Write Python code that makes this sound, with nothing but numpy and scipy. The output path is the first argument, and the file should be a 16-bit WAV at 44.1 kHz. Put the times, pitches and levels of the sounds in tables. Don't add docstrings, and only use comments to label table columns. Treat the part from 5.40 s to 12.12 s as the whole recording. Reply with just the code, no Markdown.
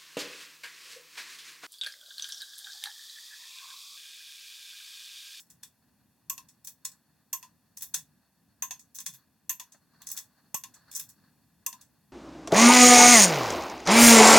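import sys
import numpy as np
from scipy import signal
from scipy.fft import rfft, irfft
from scipy.io import wavfile
from scipy.ndimage import uniform_filter1d

SR = 44100
rng = np.random.default_rng(int(sys.argv[2]) if len(sys.argv) > 2 else 0)


def persist_wave(psi):
    counts = np.round(np.clip(psi, -1, 1) * 32767).astype(np.int16)
    wavfile.write(sys.argv[1], SR, np.atleast_2d(counts).T)


N = 296352



def gain_of(db):
    return 10 ** (np.asarray(db) / 20)


def evened(x):
    return x / np.sqrt(np.mean(np.abs(x) ** 2) + 1e-20)


def read(points, hz):
    f, value = np.transpose(points)
    return np.interp(np.log(hz + 1), np.log(f + 1), value)


def add(mix, s, sound):
    part = mix[:, max(round(s * SR), 0):][:, :sound.shape[-1]]
    part += sound[..., :part.shape[1]]


def noise(colour):
    spectrum = rfft(rng.standard_normal((2, N)))
    hz = np.fft.rfftfreq(N, 1 / SR)
    return evened(irfft(spectrum * gain_of(read(colour, hz)), N))


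def steel(colour, modes, s, body_db, treble_db, scatter_db=1.86, scatter_hz=140, size=12288):
    # (time [s], level [dB])
    singing = [(0.9, -8.5), (2.5, -0.5), (3.2, 13.5), (3.6, 2), (4.1, 3), (5.2, -3), (6.3, -6)]
    hz = np.fft.rfftfreq(size, 1 / SR)
    treble_shelf = read([(8800, 0), (12500, 1)], hz)
    body_shelf = read([(3800, 1), (5200, 0)], hz)
    db = read(colour, hz) + np.clip(treble_db, -8, 12) * treble_shelf + body_db * body_shelf
    db = db + scatter_db * np.interp(hz / scatter_hz, np.arange(256), rng.standard_normal(256))
    sung_mode = (6480, 230, np.interp(s, *np.transpose(singing)))
    for mode_hz, width, peak_db in [*modes, sung_mode]:
        db = db + peak_db / (1 + ((hz - mode_hz) / width) ** 2)
    log_gain = np.log(evened(gain_of(db)))
    mirrored = np.r_[log_gain, log_gain[-2:0:-1]]
    return np.exp(np.conj(signal.hilbert(mirrored)))[:len(hz)]


def strike(response, crack_db, ring_db, crack_s, clatter_db=-3, clatter_s=0.013, snap_db=3, size=12288):
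    # (frequency [Hz], t60 [s])
    ring_t60 = [(300, 0.21), (1800, 0.16), (4000, 0.16), (7000, 0.14), (13000, 0.16), (18000, 0.18)]
    t = np.arange(size) / SR
    burst, clatter, wash = rng.standard_normal((3, 2, size))
    snap = gain_of(snap_db) * np.exp(-t / .0004)
    crack = rfft(burst * (np.exp(-t / crack_s) + snap))
    crack = crack / np.sqrt(uniform_filter1d(np.abs(crack) ** 2, size=200))
    hz, age, z = signal.stft(wash, SR, nperseg=128)
    decay = gain_of(-60 * age / read(ring_t60, hz)[:, None])
    ring = signal.istft(z * decay, SR, nperseg=128)[1][:, :size]
    reflections = gain_of(clatter_db) * clatter * np.exp(-t / clatter_s)
    ring = (ring + reflections) * (1 - np.exp(-t / 0.00019))
    blow = gain_of(crack_db) * np.sqrt(crack_s * SR / 2) * crack + gain_of(ring_db) * rfft(ring)
    fade = np.clip(2 - 2.2 * t / t[-1], 0, 1)
    return irfft(blow * response, size) * fade


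def pulls():
    # (time [s], crack [dB], ring [dB], body tilt [dB], treble tilt [dB], tube [dB],
    # tube pitch factor set by the grip)
    releases = [(0.8984, -24.5, -33.5, -0.5, 4, -44.5, 1.05), (1.9298, -26.5, -31.5, -2, 3, -43, 1.014),
                (3.2231, -25, -31, 7.5, 6, -42.5, 1.02), (4.0947, -25.5, -29, 4.5, 7.5, -49, 1),
                (5.144, -24.5, -31.5, -0.5, 5, -44, 1.053), (6.264, -21.5, -34, -2.5, 1.5, -44.5, 1.012)]
    # (time [s], crack level [dB], ring level [dB])
    eases = [(0.979, -39.5, -48.5), (2.0277, -46.5, -50.5), (3.3085, -34.5, -37.5), (4.1977, -39, -42.5),
             (5.237, -36.5, -45.5), (6.328, -41, -52.5)]
    # (frequency [Hz], level [dB])
    release_colour = [(150, -25.5), (500, -34), (900, -17), (1400, -15.5), (2700, -8), (4000, -15),
                      (5400, -5), (6400, 5), (8000, 1.5), (10000, -9), (13000, -1), (15500, -10.5),
                      (17000, -21)]
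    reset_colour = [(150, -34), (500, -26.5), (900, -8), (1400, -14.5), (2600, -8), (4000, -8.5),
                    (6400, 0.5), (9000, -8), (12500, -2), (17000, -13)]
    # (frequency [Hz], half width [Hz], level above the colour [dB])
    wrench_modes = [(1770, 160, 3), (2700, 160, 4), (3450, 70, 7), (6210, 70, 7), (6550, 30, 7),
                    (7250, 40, 5), (8740, 40, 4), (12280, 70, 3), (12732, 45, 7), (13200, 70, 7),
                    (14000, 120, 3)]
    tick_body_db, tick_treble_db, tick_tube_db, tick_pitch = 2, -9.5, -54, 0.97
    tick_tilt_share = 0.25
    out = np.zeros((2, N))
    for release, tick in zip(releases, eases):
        s, crack_db, ring_db, body_db, treble_db, tube_db, pitch = release
        response = steel(release_colour, wrench_modes, s, body_db, treble_db)
        hum = gain_of(tube_db) * tube(pitch)
        out += wrench(s, crack_db, ring_db, response, hum, crack_s=0.0036, slip_db=-13.5)
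        tick_body = tick_tilt_share * body_db + tick_body_db
        response = steel(reset_colour, wrench_modes, s, tick_body, treble_db + tick_treble_db)
        hum = gain_of(tick_tube_db) * tube(pitch * tick_pitch)
        out += wrench(*tick, response, hum, crack_s=0.005, slip_db=-25.0)
    return out


def wrench(s, crack_db, ring_db, response, hum, crack_s, slip_db, slip_s=0.0012):
    out = np.zeros((2, N))
    add(out, s - slip_s, strike(response, ring_db + slip_db, ring_db + slip_db, crack_s))
    add(out, s, strike(response, crack_db, ring_db, crack_s))
    add(out, s, hum)
    return out


def tube(pitch, sag=0.18, sag_s=0.0036):
    # (frequency [Hz] before the grip's factor, level [dB], rise [s], t60 [s])
    tube_modes = [(1042, 12.5, 0.013, 0.098), (963, -0.5, 0.0058, 0.15), (1124.3, -32, 0.024, 0.24),
                  (1010, -15, 0.0035, 0.31)]
    t = np.arange(SR // 2) / SR
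    hum = np.zeros((2, len(t)))
    sagging_time = t - sag * sag_s * np.exp(-t / sag_s)
    for hz, db, rise, t60 in tube_modes:
        mode_hz = hz * pitch * (1 + 0.0016 * rng.standard_normal())
        turns = mode_hz * sagging_time + rng.random((2, 1))
        swell = 1 - np.exp(-(t / rise) ** 2)
        decay = np.exp(-np.log(1000) * t / t60)
        hum += gain_of(db) * swell * decay * np.sin(2 * np.pi * turns)
    return hum


def socket():
    # (time [s], strength [dB], body tilt [dB], treble tilt [dB],
    # length of the rattle [s], rattle against the strength [dB])
    clinks = [(0.001, -46.5, -2.5, 4.5, .008, -7), (0.102, -51.5, -2, 1.5, 0.0086, -1),
              (0.233, -39.5, 4.5, 0, 0.0098, -23), (1.248, -41.5, -3.5, 6.5, .012, -13),
              (1.272, -37, -1.5, 5, 0.011, -3), (1.452, -28.5, -1.5, -2, 0.0051, -13.5),
              (2.3729, -38, -3.5, 3.5, 0.0092, -11.5), (2.409, -44, -0.5, 1, 0.0036, -4),
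              (2.422, -31.5, 1.5, 9.5, 0.013, -3), (2.543, -22.5, 1.5, -1, .007, -9),
              (3.549, -42.5, -3.5, 7, 0.017, 4), (3.587, -35.5, 0, -9, 0.0063, -12),
              (3.603, -38, 4, 7, 0.0073, -10.5), (3.6638, -29, 2.5, 1.5, 0.0078, -7),
              (3.738, -47.5, 7, 12, 0.015, -0.5), (4.619, -45.5, 9.5, 7.5, 0.0086, -13.5),
              (4.67, -35, -5.5, -1, 0.038, -1.5), (4.716, -29.5, -5, 9, .009, -14),
              (4.766, -39.5, -2, 0, 0.0034, -7), (4.775, -31, 3, 4, 0.0067, -23),
              (4.787, -38, -2, -1.5, .006, -18), (5.515, -42.5, -0.5, 0.5, 0.03, -0.5),
              (5.551, -32, -11.5, -3, 0.015, -0.5), (5.563, -31, -3.5, 8.5, 0.016, -7.5),
              (5.597, -30.5, 1.5, 7.5, 0.0049, -13), (5.69, -51, -5.5, 4, 0.011, 1)]
    # (time [s], level [dB], treble tilt [dB])
    slacks = [(1.088, -53.5, -2), (3.395, -49, 1), (4.323, -51.5, -5), (5.342, -50.5, -4),
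              (6.413, -50.5, 0)]
    out = np.zeros((2, N))
    for row in clinks:
        out += clink(*row, scrape_db=-19.5, scrape_s=0.0038)
    for s, db, treble_db in slacks:
        out += clink(s, db, body_db=-0.5, treble_db=treble_db, rattle_s=0.012, rattle_db=-5.5,
                     scrape_db=-11, scrape_s=0.0029)
    return out


def clink(s, db, body_db, treble_db, rattle_s, rattle_db, scrape_db, scrape_s,
          ring_db=-8, crack_s=0.0038, bounce_ring_db=-9, count=2):
    # (frequency [Hz], level [dB])
    clink_colour = [(150, -40), (500, -24.5), (1000, -18), (2000, -11), (2900, -15), (3500, -7.5),
                    (4600, -8), (6200, 0.5), (7800, 1), (10000, -8.5), (13000, -8), (15500, -8),
                    (18000, -13.5)]
    # (frequency [Hz], half width [Hz], level above the colour [dB])
    socket_modes = [(1064, 34, 10), (3420, 99, 3.5), (5370, 52, 3.5), (6200, 110, 5.4), (7600, 49, 1.8),
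                    (7700, 40, 4.1), (9300, 49, 7.5), (10660, 45, 6.2), (11080, 400, 6), (13070, 59, 1),
                    (15560, 31, 4)]
    settle_s, settle_db = 0.052, -29
    out = np.zeros((2, N))
    response = steel(clink_colour, socket_modes, s, body_db, treble_db)
    add(out, s - scrape_s, strike(response, db + scrape_db, db + scrape_db, crack_s))
    add(out, s, strike(response, db, db + ring_db, crack_s))
    bounce_db = db + rattle_db
    for late in (np.arange(count) + rng.uniform(.5, 1, count)) / count:
        add(out, s + late * rattle_s, strike(response, bounce_db, bounce_db + bounce_ring_db, crack_s / 2))
    settled = s + settle_s * rng.uniform(0.61, 1.3)
    add(out, settled, strike(response, db + settle_db, db + settle_db, crack_s))
    return out


def knocks():
    # (time [s], level [dB], frequency [Hz], half width [Hz], rise [s], t60 [s])
    thuds = [(2.548, -53.5, 146.6, 11, 0.025, 0.28), (3.669, -49.5, 147, 23, 0.031, 0.23),
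             (4.345, -58, 940, 580, 0.00062, 0.074), (5.1424, -35.5, 604, 460, 0.00028, 0.035),
             (5.144, -64, 258, 230, 0.0022, 0.039)]
    out, t = np.zeros((2, N)), np.arange(SR // 2) / SR
    for s, db, hz, width, rise, t60 in thuds:
        push = (1 - np.exp(-t / rise)) * np.exp(-np.log(1000) * t / t60)
        edges = [max(hz - width, hz / 4), hz + width]
        band = signal.butter(2, edges, "band", fs=SR, output="sos")
        thud = signal.sosfilt(band, push * rng.standard_normal((2, len(t))))
        thud *= np.linalg.norm(push) / np.linalg.norm(thud, axis=1, keepdims=True)
        add(out, s, gain_of(db) * thud)
    return out


def rubbing(grain_db, size=1300):
    # (time of the height [s], level [dB], half length [s])
    moves = [(0.5, -80, 0.082), (1.62, -77, .13), (3.782, -75, 0.091), (4.37, -75, 0.046),
             (4.544, -73.5, 0.026), (4.708, -65, 0.092), (5.038, -77, .08), (5.368, -70.5, .05),
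             (5.536, -66, 0.086), (5.79, -72, 0.094), (6.39, -72, 0.066)]
    # (frequency [Hz], level [dB])
    rub_colour = [(150, -15.5), (450, -7), (800, -10), (1200, 1.5), (1420, -0.5), (1680, -1), (2200, -15.5),
                  (3400, -23), (3900, -11.5), (4400, -2), (5000, -15.5), (8000, -28.5), (17000, -38.5)]
    t = np.arange(N) / SR
    power = gain_of(-83) ** 2
    for s, db, half_s in moves:
        power = power + gain_of(db) ** 2 * np.exp(-((t - s) / half_s) ** 2)
    grain = evened(uniform_filter1d(rng.standard_normal(N), size))
    return noise(rub_colour) * np.sqrt(power) * gain_of(grain_db * grain)


def garage(level_db, waver_db=2.0, size=5000):
    # (time [s], level [dB])
    swell = [(0, -0.5), (4.3, -1.4), (5.1, 1.6), (6.7, 0)]
    # (frequency [Hz], level [dB])
    room_colour = [(25, -9), (45, -19), (62, -3.5), (100, 0), (165, 4), (260, 3.5), (340, -6), (480, -9.5),
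                   (1000, -15), (1400, -17.5), (3000, -21.5), (8000, -23), (11500, -19.5), (17000, -24.5)]
    swell_db = np.interp(np.arange(N) / SR, *np.transpose(swell))
    air = gain_of(level_db + swell_db) * noise(room_colour)
    low = signal.sosfiltfilt(signal.butter(2, 400, fs=SR, output="sos"), air)
    waver = evened(uniform_filter1d(rng.standard_normal(N), size))
    return air - low + low * gain_of(waver_db * waver)


def two_microphones(x, direct, late_s=0.0012):
    # (frequency [Hz], level [dB])
    side_db = [(100, -11), (170, -21), (300, -3.5), (1000, -9), (2700, -13.5), (4300, -5), (5500, -2.5),
               (6600, -1), (7700, -9), (9700, -6.5), (10900, -22.5), (17000, -23)]
    mid, diffuse = rfft(x)
    hz, direct = np.fft.rfftfreq(N, 1 / SR), np.clip(direct, 0, 1)
    sideways_echo = mid * np.exp(-2j * np.pi * hz * late_s)
    side = gain_of(read(side_db, hz)) * (direct * sideways_echo + np.sqrt(1 - direct ** 2) * diffuse)
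    return irfft(np.array([mid + side, mid - side]), N)


def scene():
    sound = pulls() + socket() + knocks() + rubbing(grain_db=3.5) + garage(level_db=-69.5)
    balance_db = [[.3], [-.3]]
    return two_microphones(sound, direct=0.12) * gain_of(balance_db)


def record(dry, echo=0.39):
    lag = 50
    combed = dry + echo * np.pad(dry, ((0, 0), (lag, 0)))[:, :N]
    combed = signal.sosfilt(signal.butter(4, 48, "high", fs=SR, output="sos"), combed)
    edge_hz = 18150
    lowpass = signal.firwin(401, edge_hz, window=("kaiser", 8), fs=SR)
    return signal.oaconvolve(combed, lowpass[None], "same")


dry = scene()
out = record(dry)
persist_wave(out)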